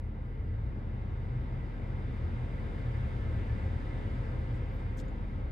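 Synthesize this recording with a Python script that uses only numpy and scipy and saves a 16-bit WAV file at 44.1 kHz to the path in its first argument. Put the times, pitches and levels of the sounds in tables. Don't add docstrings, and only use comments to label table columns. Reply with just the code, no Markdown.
import sys
import numpy as np
from scipy import signal
from scipy.fft import rfft, irfft, next_fast_len
from scipy.io import wavfile
from scipy.ndimage import uniform_filter1d, map_coordinates

SR = 44100
rng = np.random.default_rng(int(sys.argv[2]) if len(sys.argv) > 2 else 0)


def attenuation_scalar(level_db):
    decades = np.asarray(level_db, float) / 20
    return 10 ** decades


def wrap_up_sound(samples):
    columns = np.atleast_2d(samples).T
    tamed = np.clip(columns, -1, 1)
    steps = np.round(tamed * 32767).astype(np.int16)
    wavfile.write(sys.argv[1], SR, steps)


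N = 243167
HALF = np.array([[.5], [-.5]])


def unit(x):
    return x / np.sqrt(np.mean(x ** 2) + 1e-30)


def along(points, hz):
    f, value = np.transpose(points)
    return np.interp(np.log(hz + 1), np.log(f + 1), value)


def over_time(points, t):
    return np.interp(t, *np.transpose(points))


def bumps(modes, hz):
    return sum(db / (1 + (2 * (hz - centre) / width) ** 2) for centre, width, db in modes)


def wobble(rate):
    knots = rng.standard_normal(int(N * rate / SR) + 4)
    return map_coordinates(knots, [np.arange(N) * rate / SR])


def coloured(x, level_db, **ends):
    edge = 4096
    channels = [(0, 0)] * (np.ndim(x) - 1)
    wide = np.pad(x, channels + [(edge, edge)], **(ends or dict(mode="wrap")))
    m = next_fast_len(N + 3 * edge)
    gain = attenuation_scalar(level_db(np.fft.rfftfreq(m, 1 / SR)))
    return irfft(rfft(wide, m) * gain, m)[..., edge:edge + N]


def noise(level_db):
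    return unit(coloured(rng.standard_normal(N), level_db))


def ports(mid, side):
    return np.array([mid + side, mid - side])


# t/s, level/dB below full flow
FLOW = [
    (0, -8.5),
    (1.199, -4.5),
    (2.4, -1.5),
    (3, -0.5),
    (3.6, -0.5),
    (4.2, -0.5),
    (4.7, -2),
    (5.51, -4.5),
]
# f/Hz, level/dB per Hz
AIR_MID = [(100, -100), (150, -65), (250, -70), (400, -76.5), (550, -76), (640, -85), (1000, -87.5),
           (1400, -89.5), (2100, -89), (2500, -96), (3500, -101), (4400, -108), (5600, -115),
           (9000, -119.5)]
# f/Hz, level/dB per Hz
AIR_SIDE = [(30, -105), (60, -72.5), (150, -72.5), (270, -83), (600, -82.5), (1000, -87.5), (1500, -89),
            (2100, -91), (2400, -99), (3300, -103), (4200, -110), (5500, -115), (7500, -122), (9000, -126)]
# f/Hz, gain/dB per dB of flow
FOLLOW = [(100, 0.56), (250, 0.72), (600, 0.81), (2000, 1.095), (4000, 1.36), (5000, 1.6), (9000, 2.24)]
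# f/Hz, width/Hz, level/dB
DUCT_MID = [(160, 4.6, -5.5), (236, 18, -0.5), (550, 37, 0.5), (595, 94, -4.5), (643, 31, 6), (710, 30, 0),
            (761, 38, 4.5), (912, 65, 5.5), (1177, 30, -6), (1298, 30, 4), (1467, 47, -5), (1605, 110, 4),
            (1680, 75, -5), (1745, 45, 6.5), (1821, 65, -7.5), (1977, 42, 7.5), (2117, 30, 7.5),
            (2350, 130, 3), (2782, 38, 4.5), (2848, 36, -11), (2915, 53, 5), (3460, 120, -2), (3600, 90, 6),
            (3780, 79, 3.5), (4360, 60, 4), (4380, 55, -4), (4680, 130, 5.5), (4897, 62, 10),
            (5220, 220, 4), (8400, 700, 1.5)]
# f/Hz, width/Hz, level/dB
DUCT_SIDE = [(149, 30, 1), (296, 30, 0.5), (560, 38, -2), (725, 68, -2), (840, 150, 3.5), (945, 56, 1),
             (1430, 100, 6), (1540, 46, 2.5), (1800, 110, 2), (1820, 74, -2.5), (1990, 37, -2),
             (2230, 49, 4.5), (2580, 64, 5.5), (3160, 80, 5.5), (3620, 250, 2.5), (4130, 120, 2),
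             (4530, 150, 4), (5030, 60, 3.5)]
# f/Hz, quarter-cycle share of the sum in the difference
TWIST = [(200, 0.014), (300, 0.33), (520, -0.11), (800, 0.93), (1100, 0.47), (1400, 0.05), (1650, 0.011),
         (1800, 0.43), (2100, -0.91), (2450, -0.18), (2800, 0.14), (3300, 0.5), (4500, .3), (7000, -0.05)]
# f/Hz, left-right level/dB
LEAN = [(60, 1), (150, -1.5), (220, 3), (500, 3.5), (900, 1), (1700, -0.1), (2300, -1), (4500, 2),
        (8000, 0)]


def air(patchy_db=0.7):
    white = rng.standard_normal((2, N)) * np.sqrt(SR / 2)
    hz, t, z = signal.stft(white, SR, nperseg=1024)
    patches = uniform_filter1d(rng.standard_normal(z.shape[1:]), size=12, axis=0)
    patches = unit(uniform_filter1d(patches, size=8, axis=1))
    z = z * attenuation_scalar(np.outer(along(FOLLOW, hz), over_time(FLOW, t)) + patchy_db * patches)
    twist = np.clip(along(TWIST, hz), -.9, .9)[:, None]
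    z[1] = np.sqrt(1 - twist ** 2) * z[1] + 1j * twist * z[0]
    eddies = signal.istft(z, SR, nperseg=1024)[1][:, :N]

    def fade(f):
        vent_top = -12 * np.log2(np.maximum(f / 8750, 1))
        return vent_top - 60 * np.log2(np.maximum(f / 12500, 1))

    mid = coloured(eddies[0], lambda f: along(AIR_MID, f) + bumps(DUCT_MID, f) + fade(f))
    side = coloured(eddies[1], lambda f: along(AIR_SIDE, f) + bumps(DUCT_SIDE, f) + fade(f))
    lean = lambda f: HALF * along(LEAN, f)
    return coloured(ports(mid, side), lean, mode="reflect", reflect_type="odd")


# t/s, f/Hz
SPEED = [(0, 418), (.5, 444), (1, 470), (1.7, 503.5), (2, 516.5), (2.35, 530.5), (2.7, 540.5), (3, 548.5),
         (3.5, 555), (3.8, 552.5), (4.1, 547), (4.5, 532), (5, 509), (5.3, 494.5), (5.51, 484)]
# f/Hz, level/dB rms, left-right level/dB
HOUSING = [(420, -69, -1), (465, -67, -2), (495, -71, 6), (508, -64.5, 8), (520, -63, 8), (535, -64.5, 8),
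           (544, -61.5, 8), (549, -67, 8), (556, -71, 8)]


def motor():
    hz = uniform_filter1d(over_time(SPEED, np.arange(N) / SR), size=SR // 5)
    at, db, pan_db = np.transpose(HOUSING)
    level_db = np.interp(hz, at, db) + HALF * np.interp(hz, at, pan_db) + 2.4 * wobble(7)
    phase = 2 * np.pi * np.cumsum(hz + .6 * wobble(9)) / SR
    right_lead = .6
    whine = np.sqrt(2) * attenuation_scalar(level_db) * np.sin(phase - HALF * right_lead)
    whistle_hz, width_hz = 1740, 14
    narrow = lambda f: -20 * np.log10(1 + (2 * (f - whistle_hz) / width_hz) ** 2)
    whistle_db = -67.5 + .45 * (hz - hz.max())
    return whine + noise(narrow) * attenuation_scalar(whistle_db)


# f/Hz, level/dB per Hz
BOOM = [(20, -56.5), (26, -29.5), (34, -25.5), (47, -8), (56, 0), (68, 0.5), (84, 2.5), (105, -1), (126, 2),
        (133, -5), (142, -17), (200, -89.5)]
# t/s, level/dB rms
SURGE = [(0, -38.5), (.35, -36.5), (.65, -36), (.85, -38.5), (1.1, -36), (1.4, -36), (1.8, -38.5),
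         (2, -34.5), (2.3, -35.5), (2.7, -38), (3, -35), (3.4, -34), (3.75, -35.5), (3.97, -39.5),
         (4.1, -36), (4.5, -36.5), (4.85, -38.5), (5.51, -35.5)]


def boom():
    t = np.arange(N) / SR
    body = noise(lambda f: along(BOOM, f))
    split_hz = 95
    upper = coloured(body, lambda f: -20 * np.log10(1 + (split_hz / (f + 1)) ** 8))
    swell_db = 0.56 * (over_time(FLOW, t) + 4) + 1.3 * wobble(2.1)
    body = body + upper * (attenuation_scalar(swell_db) - 1)
    return body * attenuation_scalar(-0.75 + over_time(SURGE, t)) * attenuation_scalar(.9 * HALF)


# f/Hz, level/dB rms, left-right level/dB
TONES = [
    (40.05, -40.3, .4),
    (80.1, -52, .5),
    (215.7, -57, 2.4),
    (296, -64.5, 1),
    (320.4, -70, 1),
    (400.5, -72, 2),
]


def engine():
    turns = np.cumsum(1 + 0.0015 * wobble(1.15)) / SR
    out = np.zeros((2, N))
    for hz, db, pan_db in TONES:
        tone = np.sqrt(2) * np.sin(2 * np.pi * (hz * turns + rng.random()))
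        out += attenuation_scalar(db + 0.44 * wobble(0.63) + HALF * pan_db) * tone
    return out


def strokes(rows, level_db, onset=.1, release=.36):
    t = np.arange(N) / SR
    gate = np.zeros(N)
    for start, length, db in rows:
        edges = np.minimum((t - start) / onset, (start + length - t) / release)
        gate += attenuation_scalar(db) * np.clip(edges / length, 0, 1)
    return gate * noise(level_db)


# t/s, length/s, level/dB rms
SLIDES = [
    (.48, .26, -97),
    (1.42, .3, -96),
    (3.22, .26, -96),
    (4.67, .13, -90),
    (5.11, .2, -97),
]
# t/s, length/s, level/dB rms
BRUSHES = [
    (4.54, .05, -82),
    (4.785, .035, -85),
    (4.968, .058, -67.5),
    (5.045, .025, -83),
]
# f/Hz, level/dB per Hz
BRUSH = [(2000, -24), (4500, -0.5), (8000, 4), (10200, -9), (12500, -11), (16000, -9), (17000, -41)]
# t/s, length/s, level/dB rms
FLICKS = [
    (4.72, .065, -80.5),
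    (4.9, .025, -90),
    (4.967, .04, -75),
]
# f/Hz, level/dB per Hz
FLICK = [(9000, -30), (11500, 0), (13000, 0), (16000, 3), (17000, -40)]


def rub():
    squeak_hz, width_hz = 12750, 900
    narrow = lambda f: -6 * np.minimum((2 * (f - squeak_hz) / width_hz) ** 2, 20)
    squeak = strokes(SLIDES, narrow, onset=.4, release=.45)
    wipe = lambda: strokes(BRUSHES, lambda f: along(BRUSH, f))
    wipes = ports(wipe(), attenuation_scalar(-4) * wipe())
    return squeak + wipes + strokes(FLICKS, lambda f: along(FLICK, f))


# t/s, level/dB peak
SNAPS = [
    (4.99, -45.5),
    (4.9999, -44),
]
# f/Hz, level/dB, t60/s
PANEL = [(7050, 3, .003)]
# t/s, f/Hz, t60/s, level/dB peak, left port's lead/radians
PINGS = [
    (4.9822, 6200, .014, -51, .1),
    (4.9906, 3450, .013, -49.5, 1.3),
    (5.0000, 3500, .009, -51, 2.1),
    (5.0000, 5700, .006, -55, 2.2),
    (5.0004, 4700, .014, -58, .4),
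    (5.0838, 6900, .006, -54, .8),
    (5.088, 7100, .08, -79, 0),
]
# f/Hz, level/dB per Hz
CRACK = [(1800, -30), (3200, 5), (5000, 3.5), (7500, -7.5), (9500, -14), (16000, -17.5)]


def ticks():
    t = np.arange(N) / SR

    def dying(start, t60):
        since = np.clip(t - start, 0, 1)
        return (t > start) * attenuation_scalar(-60 * since / t60) * (1 - np.exp(-since / .0003))

    rings = PINGS + [(s, hz, t60, db + level_db, 0) for s, db in SNAPS for hz, level_db, t60 in PANEL]
    out = np.zeros((2, N))
    for s, hz, t60, db, lead in rings:
        out += attenuation_scalar(db) * dying(s, t60) * np.sin(2 * np.pi * hz * (t - s) + HALF * lead)
    bursts = [(s, db - 15) for s, db in SNAPS] + [(s, db - 21) for s, hz, t60, db, lead in PINGS]
    fizz = noise(lambda f: along(CRACK, f))
    out += fizz * sum(attenuation_scalar(db) * dying(s, .035) for s, db in bursts)
    return attenuation_scalar(3 * HALF) * out


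def scene():
    return air() + motor() + boom() + engine() + rub() + ticks()


# f/Hz, level/dB per Hz
HISS = [(300, -12.5), (3000, -2.5), (7000, -5), (10000, -3), (12500, 0), (16000, -7.5)]


def microphone_hiss():
    hiss = unit(coloured(rng.standard_normal((2, N)), lambda f: along(HISS, f))) * attenuation_scalar(1.7 * wobble(23))
    return ports(attenuation_scalar(-90.5) * hiss[0], attenuation_scalar(-95.0) * hiss[1])


def band_limit(x):
    return signal.sosfilt(signal.butter(12, 15750, fs=SR, output="sos"), x)


# f/Hz, level/dB
TREBLE_TOP = [(12900, 0.5), (13200, -3.5), (13800, 0), (14400, -3), (14700, -12), (16000, -11.5)]


def record(dry):
    heard = coloured(dry + microphone_hiss(), lambda f: along(TREBLE_TOP, f), mode="reflect", reflect_type="odd")
    from_end = np.arange(N)[::-1] / SR
    mix = heard * (1 - .7 * np.cos(np.pi / 2 * np.minimum(from_end / .004, 1)) ** 2)
    return band_limit(mix)


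dry = scene()
out = record(dry)
wrap_up_sound(out)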